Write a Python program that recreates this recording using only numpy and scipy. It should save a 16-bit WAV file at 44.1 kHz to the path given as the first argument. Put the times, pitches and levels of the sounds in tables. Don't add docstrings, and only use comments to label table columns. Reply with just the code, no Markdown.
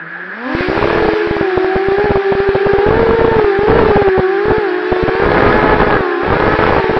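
import sys
import numpy as np
from scipy import signal
from scipy.io import wavfile
from scipy.ndimage import uniform_filter1d

SR = 44100
rng = np.random.default_rng(int(sys.argv[2]) if len(sys.argv) > 2 else 0)


def store_wav(level_fs):
    pcm = np.round(np.clip(np.atleast_2d(level_fs), -1, 1) * 32767)
    wavfile.write(sys.argv[1], SR, pcm.T.astype(np.int16))


def to_linear_factor(level_db):
    exponent = np.asarray(level_db, float) / 20
    return 10 ** exponent


N = 308259

# t/s, blade rate f/Hz, tone level/dB
LEAD_ROTOR = [(0, 172, -41.5), (.1, 157.1, -47.5), (.4, 223.1, -44), (.5, 296, -23.5), (.62, 363.3, -20.5),
              (.8, 407.1, -17.5), (1, 431.7, -17), (1.3, 423.2, -19), (1.55, 368.8, -16.5),
              (1.9, 389.8, -15), (2.8, 401.1, -14), (3.55, 388.5, -13.5), (4.15, 377.7, -13.5),
              (4.72, 357.9, -17.5), (5.15, 374.5, -19), (5.8, 381.1, -17), (6.15, 345.4, -20.5),
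              (6.85, 376.6, -20)]
LOW_ROTOR = [(0, 158.8, -44.5), (.3, 184.7, -41), (.46, 261, -22.5), (.57, 258.8, -24.5),
             (.81, 349.9, -22.5), (1.05, 330.5, -20), (1.7, 336, -23), (2.2, 386.8, -22),
             (2.82, 381.5, -18), (3, 352, -26.5), (3.5, 345.3, -22.5), (3.85, 379.8, -21), (4.2, 377, -20),
             (4.35, 339.4, -21.5), (4.87, 314.5, -28), (5.2, 343.6, -24.5), (6.2, 277.6, -30),
             (6.85, 332.3, -28)]
HIGH_ROTOR = [(.7, 415, -32), (1, 472, -20.5), (1.25, 436.3, -25.5), (1.5, 396.1, -37), (2.4, 419, -30),
              (2.82, 467.1, -21), (3.02, 432.2, -22.5), (3.3, 422.8, -18), (3.55, 427.3, -29),
              (3.8, 416.3, -13.5), (4, 390.2, -21.5), (4.27, 409.4, -47), (4.6, 404.6, -26.5),
              (5, 445, -20.5), (6, 448.2, -25), (6.15, 414.9, -22), (6.6, 422, -26), (6.85, 456.5, -24)]
NEAR_ROTOR = [(5.5, 443.6, -45.5), (5.9, 451, -28), (6.05, 397.2, -24.5), (6.18, 374, -23.5),
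              (6.4, 500, -26.5), (6.55, 523.4, -33), (6.7, 500, -19), (6.85, 436, -21), (6.98, 434, -20)]
# start t/s, length t/s, ramp t/s, rise of blade rate f/Hz
SURGES = [
    (1.928, 0.24, 0.13, 33),
    (2.8, .73, .19, 56),
    (3.56, 0.44, 0.22, 69),
    (3.902, .2, 0.098, 30),
    (4.26, .2, 0.077, 20),
    (4.37, 0.34, .12, 74),
    (2.46, .2, 0.0985, -9),
    (5.15, .91, .14, 46),
    (5.35, .2, .1, -15.5),
    (6.22, 0.61, 0.15, 66),
]
# start t/s, length t/s, ramp t/s, rise of blade rate f/Hz
STEERING = [
    (.59, .16, 0.07045, 14),
    (1.14, .26, 0.1199, 13),
    (1.4, 0.19, .1, 25),
    (2.56, .2, .08, -7),
    (4.4, .26, 0.1007, 12),
    (4.9, 0.26, .1, 10),
]


def four_rotors():
    surge_hz, steer_hz = pushes(SURGES), pushes(STEERING)
    return [
        rotor(LEAD_ROTOR, surge_hz - .3 * steer_hz, surge_db=1.07, rich_db=-0.4, mid_db=0.5, top_db=-2.5),
        rotor(LOW_ROTOR, .4 * surge_hz + steer_hz, surge_db=5.0, rich_db=-1.5, mid_db=2.0, top_db=-2),
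        rotor(HIGH_ROTOR, surge_hz, surge_db=-0.5, rich_db=-1.5, mid_db=-3.5, top_db=8.5),
        rotor(NEAR_ROTOR, 0 * surge_hz, surge_db=0, rich_db=3.0, mid_db=-1, top_db=-3),
    ]


# multiple of the blade rate, level/dB
ORDERS = [(.5, -30), (1, 0), (1.5, -36), (2, -11), (3, -18), (3.5, -31), (4, -21), (4.5, -30), (5, -28),
          (6, -31), (7, -34), (8, -35), (9, -36), (10, -37), (12, -38)]
# t/s, lift of the octave level/dB, lift of higher orders level/dB
SHARPNESS = [(.3, 12, 7), (.5, 5, 9), (.7, -3, -2), (1.4, -2, -5), (1.6, 4, -6), (2.1, 3, -4), (2.3, 1, -4),
             (3.4, 1, -2), (3.8, 0, 1), (4.9, 0, 0), (5.4, 4, 12), (5.9, 4, 13), (6.15, 4, 8), (6.5, 4, 13),
             (6.9, 2, 4)]


def rotor(rows, surge_hz, surge_db, rich_db, mid_db, top_db):
    hz = curve(rows, 1) + surge_hz
    wobble = 1 + .005 * drift(hz=13) + .0012 * drift(hz=45)
    angle = 2 * np.pi * np.cumsum(hz * wobble) / SR

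    octave_lift = to_linear_factor(rich_db + curve(SHARPNESS, 1))
    middle_lift = to_linear_factor(curve(SHARPNESS, 2)) * to_linear_factor(mid_db)
    top_lift = to_linear_factor(top_db - (curve(rows, 2) + 22) / 2)
    gusts = [drift(hz=24.937) for _ in range(3)]

    tone = to_linear_factor(-7) * np.clip(hz / 70 - 4.3, 0, 1) * np.cos(21 * angle)
    for n, (order, db) in enumerate(ORDERS):
        if order > 5.5:
            lift = top_lift
        elif order > 2:
            lift = middle_lift
        elif order > 1:
            lift = octave_lift
        else:
            lift = 1
        gain = to_linear_factor(db) * (1 + min(.2 * order, .4) * gusts[n % 3]) * lift
        phase = order * angle + 2 * np.pi * rng.random()
        tone += gain * np.cos(phase % (2 * np.pi))

    first_s = rows[0][0]
    start = np.clip((np.arange(N) / SR - first_s) / .08 + (first_s < .05), 0, 1)
    loudness = to_linear_factor(curve(rows, 2) + surge_db * surge_hz / 60)
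    return np.sqrt(2) * loudness * start * tone, angle


def pushes(rows):
    return sum(hz * plateau(start, length, ramp) for start, length, ramp, hz in rows)


def plateau(start, length, ramp):
    t = np.arange(N) / SR - start
    return np.clip(np.minimum(t, length - t) / ramp, 0, 1)


# t/s, blade-tip hiss level/dB
AIRFLOW = [(0, -64), (.11, -52), (.29, -50), (.6, -29.5), (.97, -31), (1.67, -35), (2.32, -35.5),
           (3.62, -35.5), (3.93, -33.5), (4.1, -37), (4.4, -37), (4.54, -35.5), (4.77, -38), (5.49, -30.5),
           (6.2, -38), (6.3, -34), (6.7, -30), (6.9, -33.5)]
# f/Hz, level/dB per Hz
HOUSING = [(60, -51), (130, -39.5), (200, -20.5), (500, -16.5), (1100, -15), (1400, -6), (1550, -4.5),
           (1670, 2.5), (1790, -6), (2000, -14.5), (2700, -27.5), (5000, -43), (11000, -53.5)]
# f/Hz, level/dB per Hz
TIPS = [(120, -37.5), (300, -2), (1000, -1.5), (2400, -2), (2800, -9.5), (4000, -11.5), (5000, -8.5),
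        (6200, -5), (8000, -4.5), (13000, -33)]


def wash(angle):
    air_db = curve(AIRFLOW, 1)
    housing_db = -25.5 + 0.061 * (air_db + 36) + 0.1 * overload() / 100
    housing = to_linear_factor(housing_db) * hiss(HOUSING, patchy_db=1.8)
    tips = to_linear_factor(air_db + 9.5) * hiss(TIPS, patchy_db=1.5)
    return housing + tips * (1 + 0.26 * np.cos(angle))


# t/s, signed area/(full scale x ms)
FLIPS = [(.5506, 1.05), (.6088, -0.89), (.7003, -0.69), (0.7172, -0.15), (1.003, 0.22), (1.1355, -0.42),
         (1.2735, 0.31), (1.3112, -1.3), (1.3672, 0.41), (1.4305, -0.15), (1.6461, -0.26), (1.8863, -1.1),
         (1.9212, 0.34), (1.9849, -0.37), (1.9975, -0.25), (2.3523, 0.57), (2.4032, -1), (3.5912, -1.1),
         (3.6338, .45), (4.4566, -0.45), (4.4833, -1), (4.5828, 0.97), (4.9651, 0.12), (5.0292, -0.74),
         (5.1529, 0.29), (5.201, -0.41), (6.0087, -0.83), (6.2338, .26), (6.8431, 0.66), (6.9137, .63)]
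# t/s, signed area/(full scale x ms), further passes
CRESTS = [(0.6869, 0.69, 0.5), (1.0236, 0.72, 1), (1.054, .47, 3.5), (1.0855, -0.66, 3.5),
          (1.4106, 0.66, 1), (1.5769, -0.52, 1.5), (1.7627, 0.75, 4.5), (2.3244, -.53, 2.5),
          (2.4903, 1.36, 1), (2.555, -.67, 5), (2.6661, 0.66, 3), (2.7359, -1.32, 2), (2.7863, -0.89, 2.5),
          (2.8659, 0.73, 0), (3.4458, -0.94, 1.5), (3.9589, -1.334, 4), (3.9717, 0.72, 6.5),
          (4.022, -0.79, 4.5), (4.0822, -0.81, 6), (4.1812, 0.59, 2), (4.1956, -1.2, 3.5), (4.502, -.7, 1),
          (4.5152, 0.68, 5.5), (4.9239, 1.08, 4), (5.0381, 1.4, 0.5), (5.0885, 0.81, 6.5),
          (6.8977, 0.34, 2), (6.9374, 0.25, -1), (6.9704, -0.41, 3.5)]


def overflow(x, height, typical_ms, swing, swing_hz, swing_ms):
    chance, side, spread, pitch, force = rng.random((N, 5)).T
    rate, size = overload(), typical_ms * overload(column=3)
    crest = uniform_filter1d(x ** 2, size=260) / (uniform_filter1d(x ** 2, size=6000) + 1e-9)
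    runs = np.flatnonzero(chance < .8 * abs(crest) ** 1.5 * (rate - 12) / SR)
    brief = (1 + rate / 250) ** -.5

    flips = []
    for at in runs:
        area_ms = np.sign(side[at] - .5) * size[at] * (.2 + 1.6 * spread[at]) * brief[at]
        flips.append((at, area_ms))
    flips += [(round(s * SR), area_ms) for s, area_ms in FLIPS]
    pass_ms, follower_ms = 2.6, 0.28
    for s, area_ms, more in CRESTS:
        flips.append((round(s * SR), area_ms))
        for k in range(round(more)):
            steps = (k // 2 + 1) * (-1) ** k
            at = round(SR * (s + steps * pass_ms / 1000))
            flips.append((at, follower_ms * (4 * side[at] - 2)))

    out = np.append(x, np.zeros(300))
    reach = np.arange(-220, 221)
    ms = 1000 * reach / SR
    for at, area_ms in flips:
        pulse = np.exp(-abs(1.8 * ms * height / (abs(area_ms) + .15)) ** 3)
        turns = swing_hz * 2 ** ((.6 + rate[at] / 330) * pitch[at] ** 2) * ms / 1000
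        fade = np.exp(-(ms / (swing_ms * brief[at])) ** 2)
        ring = swing * force[at] * fade * np.sin(2 * np.pi * turns)
        out[at + reach] += pulse / pulse.sum() * area_ms * SR / 1000 + ring
    return out[:N]


# start t/s, length t/s, overflows per s, size x typical
OVERLOAD = [
    (0.71, 0.3, 250, 0.89),
    (1.988, 0.21, 160, 1.7),
    (2.848, 0.58, 194, 1.8),
    (3.651, 0.29, 277, 1.7),
    (5.196, .82, 410, 1.35),
    (6.245, 0.59, 373, 1.25),
]


def overload(column=2):
    return sum(row[column] * plateau(row[0], row[1], ramp=.045) for row in OVERLOAD)


# f/Hz, level/dB per Hz
CONVERTER = [(5800, -43), (6800, -0.5), (8800, 4), (10000, -6.5), (11500, -19.5), (14000, -34.5)]


def converter_noise():
    return to_linear_factor(curve(AIRFLOW, 1) + 24.5) * hiss(CONVERTER, patchy_db=-3.0)


def hiss(points, patchy_db):
    frames, hz = N // 256 + 5, np.fft.rfftfreq(1024, 1 / SR)
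    a, b, patches = rng.standard_normal((frames, 513, 3)).T
    patches = uniform_filter1d(patches, size=10, axis=0)
    patches = evened(uniform_filter1d(patches, size=8, axis=1))
    f, db = np.transpose(points)
    colour_db = np.interp(np.log(hz + 1), np.log(f), db, left=-90)
    spectra = (a + 1j * b) * to_linear_factor(colour_db[:, None] + patchy_db * patches)
    return evened(signal.istft(spectra, nperseg=1024, noverlap=768)[1][:N])


def drift(hz):
    knots = rng.standard_normal(3000)
    return np.interp(np.arange(N) * hz / SR, np.arange(3000), knots)


def curve(rows, column):
    rows = np.asarray(rows, float)
    return np.interp(np.arange(N) / SR, rows[:, 0], rows[:, column])


def evened(x):
    return x / np.sqrt(np.mean(x ** 2) + 1e-20)


def scene():
    rotors = four_rotors()
    lead_angle = rotors[0][1]
    return (sum(tone for tone, angle in rotors) + wash(lead_angle))[None]


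def low_pass(x):
    return signal.sosfilt(signal.butter(12, 15700, fs=SR, output="sos"), x)


def record(dry):
    bass_cut = signal.butter(4, 120, "high", fs=SR, output="sos")
    x = signal.sosfilt(bass_cut, dry[0])
    x = overflow(x, height=1.0, typical_ms=0.42, swing=0.64, swing_hz=500, swing_ms=1.3)
    ceiling = .8
    x = x / (1 + abs(x / ceiling) ** 14) ** (1 / 14)
    x = x + converter_noise()
    x = signal.lfilter(*signal.iirnotch(700, 18.0, fs=SR), x)
    x = np.convolve(x, signal.firwin(41, 4600, fs=SR), "same")
    return low_pass(x[None])


dry = scene()
out = record(dry)
store_wav(out)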